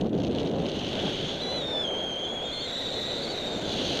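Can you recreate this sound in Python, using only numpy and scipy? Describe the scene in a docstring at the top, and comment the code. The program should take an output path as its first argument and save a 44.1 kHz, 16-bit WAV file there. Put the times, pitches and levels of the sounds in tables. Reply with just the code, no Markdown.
"""Over fields, aboard a small gliding aircraft, with one microphone right in the airstream.
Low buffeting on the microphone gives way to the hiss of air torn at the edges of the gear, which first
sputters and crackles, then flows. As the flow settles, those edges shed vortices and whistle close by,
with a wavering, sometimes rough pitch, until the whistles break up into hiss again."""
import sys
import numpy as np
from scipy import signal
from scipy.fft import rfft, irfft, next_fast_len
from scipy.io import wavfile
from scipy.ndimage import uniform_filter1d, map_coordinates

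SR = 44100
rng = np.random.default_rng(int(sys.argv[2]) if len(sys.argv) > 2 else 0)


def wav_out(sig):
    """Save sig, one row per channel (or a flat mono array), as 16-bit PCM at SR to the path in sys.argv[1]."""
    wavfile.write(sys.argv[1], SR, np.round(np.clip(np.atleast_2d(sig).T, -1, 1) * 32767).astype(np.int16))


N = 176400

# Wind on the microphone, as low buffeting, rushing body and airy middle: time_s, level_db (before trim)
BUFFET_LEVEL = [(0.0, -28.5), (0.06, -26.5), (0.09, -33.5), (0.15, -28.5), (0.36, -29.5), (0.38, -30.5),
                (0.62, -29), (0.73, -35.5), (0.98, -35), (1.07, -30.5), (1.12, -37.5), (1.24, -32.5),
                (1.29, -39), (2.67, -46.5), (3.26, -39), (3.39, -49), (3.42, -40.5), (3.93, -33.5),
                (4.0, -42.5)]
RUSH_LEVEL = [(0.0, -41.5), (0.07, -35.5), (0.1, -60), (0.13, -39.5), (0.57, -35.5), (0.77, -38.5),
              (1.09, -33.5), (1.1, -39.5), (1.98, -33.5), (2.15, -38.5), (2.46, -37.5), (2.49, -41),
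              (3.92, -34.5), (4.0, -30.5)]
AIR_LEVEL = [(0.0, -48), (0.04, -59.5), (0.46, -50), (0.47, -55), (1.04, -44), (1.35, -47.5), (1.58, -46),
             (2.29, -47.5), (3.13, -45), (4.0, -44.5)]
# Spectra of those three bands: frequency_hz, gain_db
BUFFET_SPECTRUM = [(15, -31), (30, -25), (60, -7.5), (100, -6), (170, 0), (290, 1), (450, -4), (700, -12.5),
                   (1100, -38), (3000, -65.5)]
RUSH_SPECTRUM = [(60, -30.5), (250, -11.5), (420, -1.5), (580, 0.5), (720, -4.5), (880, -10.5), (1100, -18),
                 (2000, -31), (5000, -74)]
AIR_SPECTRUM = [(300, 8.5), (900, 0.5), (1200, 0), (1530, 5.5), (1800, -1), (2400, 2), (3200, -6.5),
                (4200, -23.5), (5000, -22), (7000, -16.5), (9000, -24.5), (12000, -31.5), (15000, -32)]

# Hiss of air torn at the edges: time_s, level_db, sputter_depth (scales the random level swings)
HISS_LEVEL = [(0, -57, 1), (.11, -62, 9), (.25, -52.5, 8), (.29, -56.5, 3), (.4, -46, 3), (.5, -50.5, 11.5),
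              (.62, -48, 4), (.68, -42, 1), (.85, -40, 4), (1.08, -35.5, 0), (1.32, -37.5, 1),
              (1.44, -44.5, -0.5), (1.9, -55, 2), (2.4, -51, -1), (2.75, -49, 4.5), (3.25, -46, 0),
              (3.58, -46, 3.5), (3.8, -35.5, 3), (4, -34.5, -2)]
# Upper band of the hiss, which grows with airspeed: time_s, level_db
BRIGHT_LEVEL = [(0, -102), (1.3, -49.5), (2.4, -59.5), (2.8, -45.5), (3.5, -44), (3.9, -37), (4, -42)]
# Crackle of tiny eddies, strongest in unsettled flow: time_s, level_db
CRACKLE_LEVEL = [(0, -50), (.11, -57.5), (.25, -47.5), (.42, -45.5), (.55, -53), (.7, -41.5), (1, -45),
                 (1.35, -46.5), (1.6, -56), (2.4, -55.5), (3.4, -56.5), (3.9, -42), (4, -37)]
# Single spits of hiss: start_s, level_db
SPIT_EVENTS = [(.012, -34), (.131, -41), (.15, -40), (.165, -42), (.203, -35), (.235, -41.5), (.249, -35),
               (.268, -35), (.31, -38), (.359, -38), (.385, -38), (.4, -33), (.474, -33), (.514, -33.5),
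               (.564, -38.5), (.592, -41), (.665, -33.5), (0.692, -36), (.88, -34), (.889, -33),
               (0.931, -33.5)]
# Spectra of the hiss, its upper band and the crackle at the housing: frequency_hz, gain_db
HISS_SPECTRUM = [(600, -44), (2000, -14.5), (2450, -11.5), (2850, -2.5), (3250, 3), (3900, -3),
                 (4400, -9.5), (4900, -19.5), (5500, -18.5), (6400, -16), (7100, -26), (7800, -51),
                 (8400, -28.5), (9300, -52), (12000, -65), (15000, -57)]
BRIGHT_SPECTRUM = [(2500, -45), (3500, -11), (3900, 5.5), (4500, -0.5), (5000, -14), (5600, -13.5),
                   (6350, -8), (7200, -20.5), (7900, -28), (8400, -19.5), (9100, -31.5), (9600, -30.5),
                   (10300, -35), (11200, -33), (12000, -36), (15000, -41)]
CRACKLE_SPECTRUM = [(600, -21), (2400, -8.5), (2850, 5.5), (3400, 2.5), (4300, -2), (5000, -11.5),
                    (5700, -12), (6450, -9), (7300, -23.5), (7900, -33), (8500, -24), (10000, -35.5),
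                    (15000, -41)]

# Low whistle, gathering out of the hiss: time_s, pitch_hz, level_db, roughness (0 pure, 1 or more noisy)
LOW_BLAST = [(.64, 3063, -50, 1), (.85, 3070, -42, 1.1), (1, 3200, -50, 1), (1.06, 3240, -38, 0.5),
             (1.14, 3230, -46, 1), (1.32, 3350, -41, 0.9), (1.41, 3380, -46, 0.4), (1.5, 3430, -43, .4),
             (1.62, 3427, -42, 0.7), (1.7, 3480, -56, 0.4), (1.82, 3420, -41, 0),
             (1.855, 3245, -32.5, 0.48), (1.93, 3180, -35, 0.23), (2.02, 3230, -34, 0.42),
             (2.14, 3167, -35.5, 0.3), (2.25, 3185, -36, 0.3), (2.34, 3360, -37.5, 0.3),
             (2.38, 3275, -36, 0.33), (2.45, 3317, -38.5, 0.36), (2.5, 3260, -34, 0.4),
             (2.54, 3550, -38, 0.7), (2.59, 3480, -38, 0.64), (2.68, 3706, -37, 0.86),
             (2.8, 3740, -44, 0.96), (3.1, 3705, -39, 0.9), (3.35, 3778, -41.5, 0.94),
             (3.48, 3700, -39, 0.55), (3.62, 3635, -42, 0.6), (3.71, 3460, -39, .6), (3.8, 3440, -40, 0.93)]
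# High whistle, two blasts: time_s, pitch_hz, level_db, roughness, waver_pct
HIGH_BLASTS = [
    [(1.405, 3630, -40.5, 0.4, 1), (1.422, 4030, -39, 0, 1.1), (1.46, 3907, -41, 0.15, 1.27),
     (1.49, 3990, -40, 0.1, 0.71), (1.57, 4020, -39, 0, 0.87), (1.6, 3910, -40.5, 0.2, 0.44),
     (1.63, 3700, -38.5, 0.27, 0.44), (1.7, 3620, -38.5, 0.03, 0.53), (1.77, 3526, -35.5, .08, 0.58),
     (1.83, 3480, -34.5, 0.09, 0.46), (1.845, 3304, -39, 0.2, 0.69)],
    [(2.515, 3960, -48, 0.35, 1), (2.535, 4338, -42, .25, 0.73), (2.55, 4060, -45, .25, .7),
     (2.563, 4340, -41.5, .25, 0.77), (2.575, 4110, -42, 0.08, .7), (2.612, 4400, -43, 0.23, 1.33),
     (2.655, 4273, -43, 0.21, 2), (2.69, 3852, -43, 0.62, 1.46), (2.77, 3900, -37.5, 0.2, 0.86),
     (2.91, 3772, -41, .5, 0.82), (2.98, 3900, -40, 0.7, 1.65), (3.05, 3800, -39, 0.4, 1.016),
     (3.14, 3960, -41, 0.64, 1.22), (3.21, 4034, -45, 0.65, 1.24), (3.237, 4500, -41, 0.73, 0.77),
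     (3.268, 4003, -42, 0.77, 1.2), (3.287, 4540, -43, 0.4, .7), (3.32, 4470, -41.5, 0.4, 0.76),
     (3.345, 3890, -43, 0.9, 1.86), (3.44, 3830, -39, 1.04, 2.36), (3.48, 3800, -44, 0.5, 1.4)],
]
# Faint side tone that beats against the whistles, five short blasts: time_s, pitch_hz, level_db
SIDE_BLASTS = [
    [(1.48, 2980, -52), (1.52, 2980, -48), (1.585, 3030, -47)],
    [(2.17, 3300, -45), (2.25, 3394, -39.5), (2.31, 3410, -41)],
    [(2.4, 3490, -55), (2.46, 3620, -38), (2.51, 3580, -49)],
    [(2.53, 3260, -44), (2.63, 3210, -43), (2.68, 3370, -45), (2.8, 3490, -42.5), (3.15, 3542, -44.5),
     (3.32, 3364, -46)],
    [(2.74, 4150, -52), (2.88, 4130, -54), (2.97, 4120, -41), (3.04, 4080, -51), (3.2, 4250, -49)],
]
# Pitch swing while the high whistle's edge shakes: time_s, swing_pct
WARBLE_SWING = [(2.736, 0), (2.75, 2.8), (2.89, 2.8), (3.05, 1.5), (3.2, 0)]
# Harmonics of the low whistle; the side tone takes the first two: pitch_multiple, gain_db
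LOW_HARMONICS = [(1, 0.5), (2, -21.5), (3, -42.5)]
# Partials of the period-doubled high whistle, one set a blast: pitch_multiple, gain_db
HIGH_PARTIAL_SETS = [
    [(.5, -20), (1, 4), (1.25, -29), (1.5, -19), (2, -32), (2.5, -33.5), (3, -48)],
    [(.5, -16.5), (1, 3), (1.5, -21.5), (2, -25.5), (3, -41)],
]
# Housing resonances that lift the whistles' partials: centre_hz, width_hz, gain_db
HOUSING_RESONANCES = [(2094, 200, 8), (6260, 310, 4), (7300, 400, 4), (8570, 200, 4), (11240, 380, 11)]

CRACKLE_PER_S, CRACKLE_SPREAD_DB, CRACKLE_DECAY_S, SPIT_DECAY_S = 330, 6.5, 0.0006, 0.002
WAVER_PCT, WAVER_PER_S, WARBLE_HZ = 0.8, 80, 28.6
FLUTTER_PCT, FLUTTER_PER_S = 0.74, 230  # quick tremble of every whistle's pitch
ROUGH_PER_S, SIDE_ROUGHNESS, FADE_S = 430, 0.35, 0.0059
BAND_LIMIT_HZ = 15250


def amp(db):
    """Decibels to gain."""
    return 10 ** (np.asarray(db) / 20)


def unit(x):
    """Scale to rms 1."""
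    return x / np.sqrt(np.mean(x ** 2) + 1e-20)


def curves(rows):
    """One value per sample for each column after time_s."""
    time_s, *columns = np.transpose(rows)
    return [np.interp(np.arange(N) / SR, time_s, column) for column in columns]


def wobble(per_s):
    """A smooth random curve with per_s knots a second."""
    knots = rng.standard_normal(int(N * per_s / SR) + 4)
    return map_coordinates(knots, [np.arange(N) * per_s / SR])


def filtered(x, response):
    """Filter x by a gain given as a function of frequency in Hz."""
    size = next_fast_len(N + SR // 2)
    return irfft(rfft(x, size) * response(np.fft.rfftfreq(size, 1 / SR)), size)[:N]


def coloured(x, spectrum):
    """Shape x by a spectrum table, at rms 1."""
    frequency_hz, gain_db = np.transpose(spectrum)
    return unit(filtered(x, lambda hz: amp(np.interp(np.log(hz + 1), np.log(frequency_hz), gain_db))))


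def noise(spectrum, patchy_db):
    """Coloured noise of rms 1 with random patches of gain across frequency and time."""
    bins = signal.stft(rng.standard_normal(N), nperseg=512)[2]
    patches = uniform_filter1d(rng.standard_normal(bins.shape), size=5, axis=0)
    patches = unit(uniform_filter1d(patches, size=10, axis=1))
    patchy = signal.istft(bins * amp(patchy_db * patches), nperseg=512)[1][:N]
    return coloured(patchy, spectrum)


def wind_band(levels, spectrum, trim_db, gust_db, gusts_per_s, patchy_db):
    """One band of wind noise, its level trembling at random."""
    level_db = curves(levels)[0] + trim_db + gust_db * wobble(gusts_per_s)
    return amp(level_db) * noise(spectrum, patchy_db)


def wind():
    """Lumpy buffeting right on the microphone, with the rushing body and airy middle of the airstream."""
    buffet = wind_band(BUFFET_LEVEL, BUFFET_SPECTRUM,
                       trim_db=1.46, gust_db=0.33, gusts_per_s=24.93, patchy_db=0)
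    rush = wind_band(RUSH_LEVEL, RUSH_SPECTRUM,
                     trim_db=-0.14, gust_db=0.85, gusts_per_s=20, patchy_db=0.2)
    air = wind_band(AIR_LEVEL, AIR_SPECTRUM, trim_db=3, gust_db=0.81, gusts_per_s=90, patchy_db=0.5)
    return buffet + rush + air


def hiss():
    """Torn air in the resonances of the housing, coming in short bursts while the flow is unsettled."""
    level_db, sputter_depth = curves(HISS_LEVEL)
    bursts_db = sputter_depth * (0.42 * wobble(380) + 0.5 * wobble(60))
    body = amp(level_db + bursts_db) * noise(HISS_SPECTRUM, patchy_db=1.5)
    bright = amp(curves(BRIGHT_LEVEL)[0] + bursts_db) * noise(BRIGHT_SPECTRUM, patchy_db=2)
    return body + bright


def crackle():
    """Eddies hit the housing as tiny sharp puffs, with stronger spits in the first second."""
    t = np.arange(N) / SR
    hits = rng.random(N) < CRACKLE_PER_S / SR
    strength = amp(CRACKLE_SPREAD_DB * np.minimum(rng.standard_normal(N), 2))
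    decay = np.exp(-1 / (CRACKLE_DECAY_S * SR))
    puffs = unit(signal.lfilter([1], [1, -decay], hits * strength))
    spits = sum(amp(level_db) * (t >= start_s) * np.exp(-np.abs(t - start_s) / SPIT_DECAY_S)
                for start_s, level_db in SPIT_EVENTS)
    force = (amp(curves(CRACKLE_LEVEL)[0]) * puffs + spits) * rng.standard_normal(N)
    return np.std(force) * coloured(force, CRACKLE_SPECTRUM)


def edge_tone(blast, partials, roughness, waver_pct, swing_pct=0):
    """Vortices shed at an edge: a wavering tone whose strength and phase are shaken by turbulence."""
    pitch_hz, level_db = curves(blast)[:2]
    t = np.arange(N) / SR
    start_s, end_s = blast[0][0], blast[-1][0]
    gate = np.clip(np.minimum(t - start_s, end_s - t) / FADE_S + 1, 0, 1)
    drift_pct = swing_pct + waver_pct * wobble(WAVER_PER_S) + FLUTTER_PCT * wobble(FLUTTER_PER_S)
    phase = 2 * np.pi * np.cumsum(pitch_hz * (1 + drift_pct / 100)) / SR
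    tone = np.zeros(N)
    for multiple, gain_db in partials:
        noisy_share = np.clip(roughness * max(multiple, 1), 0, 1)  # overtones are rougher
        steady = np.sqrt(2 * (1 - noisy_share ** 2))
        turbulence = noisy_share * (wobble(ROUGH_PER_S) + 1j * wobble(ROUGH_PER_S))
        flicker_db = 2 * (multiple != 1) * wobble(45)
        tone += amp(gain_db + flicker_db) * np.real((steady + turbulence) * np.exp(1j * multiple * phase))
    tremble_db = 0.92 * wobble(110)
    return gate * amp(level_db + tremble_db) * tone


def housing_gain(hz):
    """Each resonance of the housing lifts a bell-shaped band."""
    return amp(sum(gain_db * np.exp(-((hz - centre_hz) / width_hz) ** 2)
                   for centre_hz, width_hz, gain_db in HOUSING_RESONANCES))


def whistles():
    """A low and a high whistle sound near one pitch, with a faint side tone beating against them;
    the high one briefly warbles."""
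    since_warble_s = np.arange(N) / SR - WARBLE_SWING[0][0]
    warble_pct = curves(WARBLE_SWING)[0] * np.sin(2 * np.pi * WARBLE_HZ * since_warble_s)
    low = edge_tone(LOW_BLAST, LOW_HARMONICS, roughness=curves(LOW_BLAST)[2], waver_pct=WAVER_PCT)
    high = np.zeros(N)
    for blast, partials in zip(HIGH_BLASTS, HIGH_PARTIAL_SETS):
        roughness, waver_pct = curves(blast)[2:]
        high += edge_tone(blast, partials, roughness, waver_pct, warble_pct)
    side = sum(edge_tone(blast, LOW_HARMONICS[:2], SIDE_ROUGHNESS, WAVER_PCT) for blast in SIDE_BLASTS)
    return filtered(low + high + side, housing_gain)


def scene():
    """Everything sounds right at the one microphone."""
    return (wind() + hiss() + crackle() + whistles())[None]


def record(dry):
    """The microphone channel keeps nothing above its band limit."""
    return np.array([filtered(channel, lambda hz: hz < BAND_LIMIT_HZ) for channel in dry])


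dry = scene()
out = record(dry)
wav_out(out)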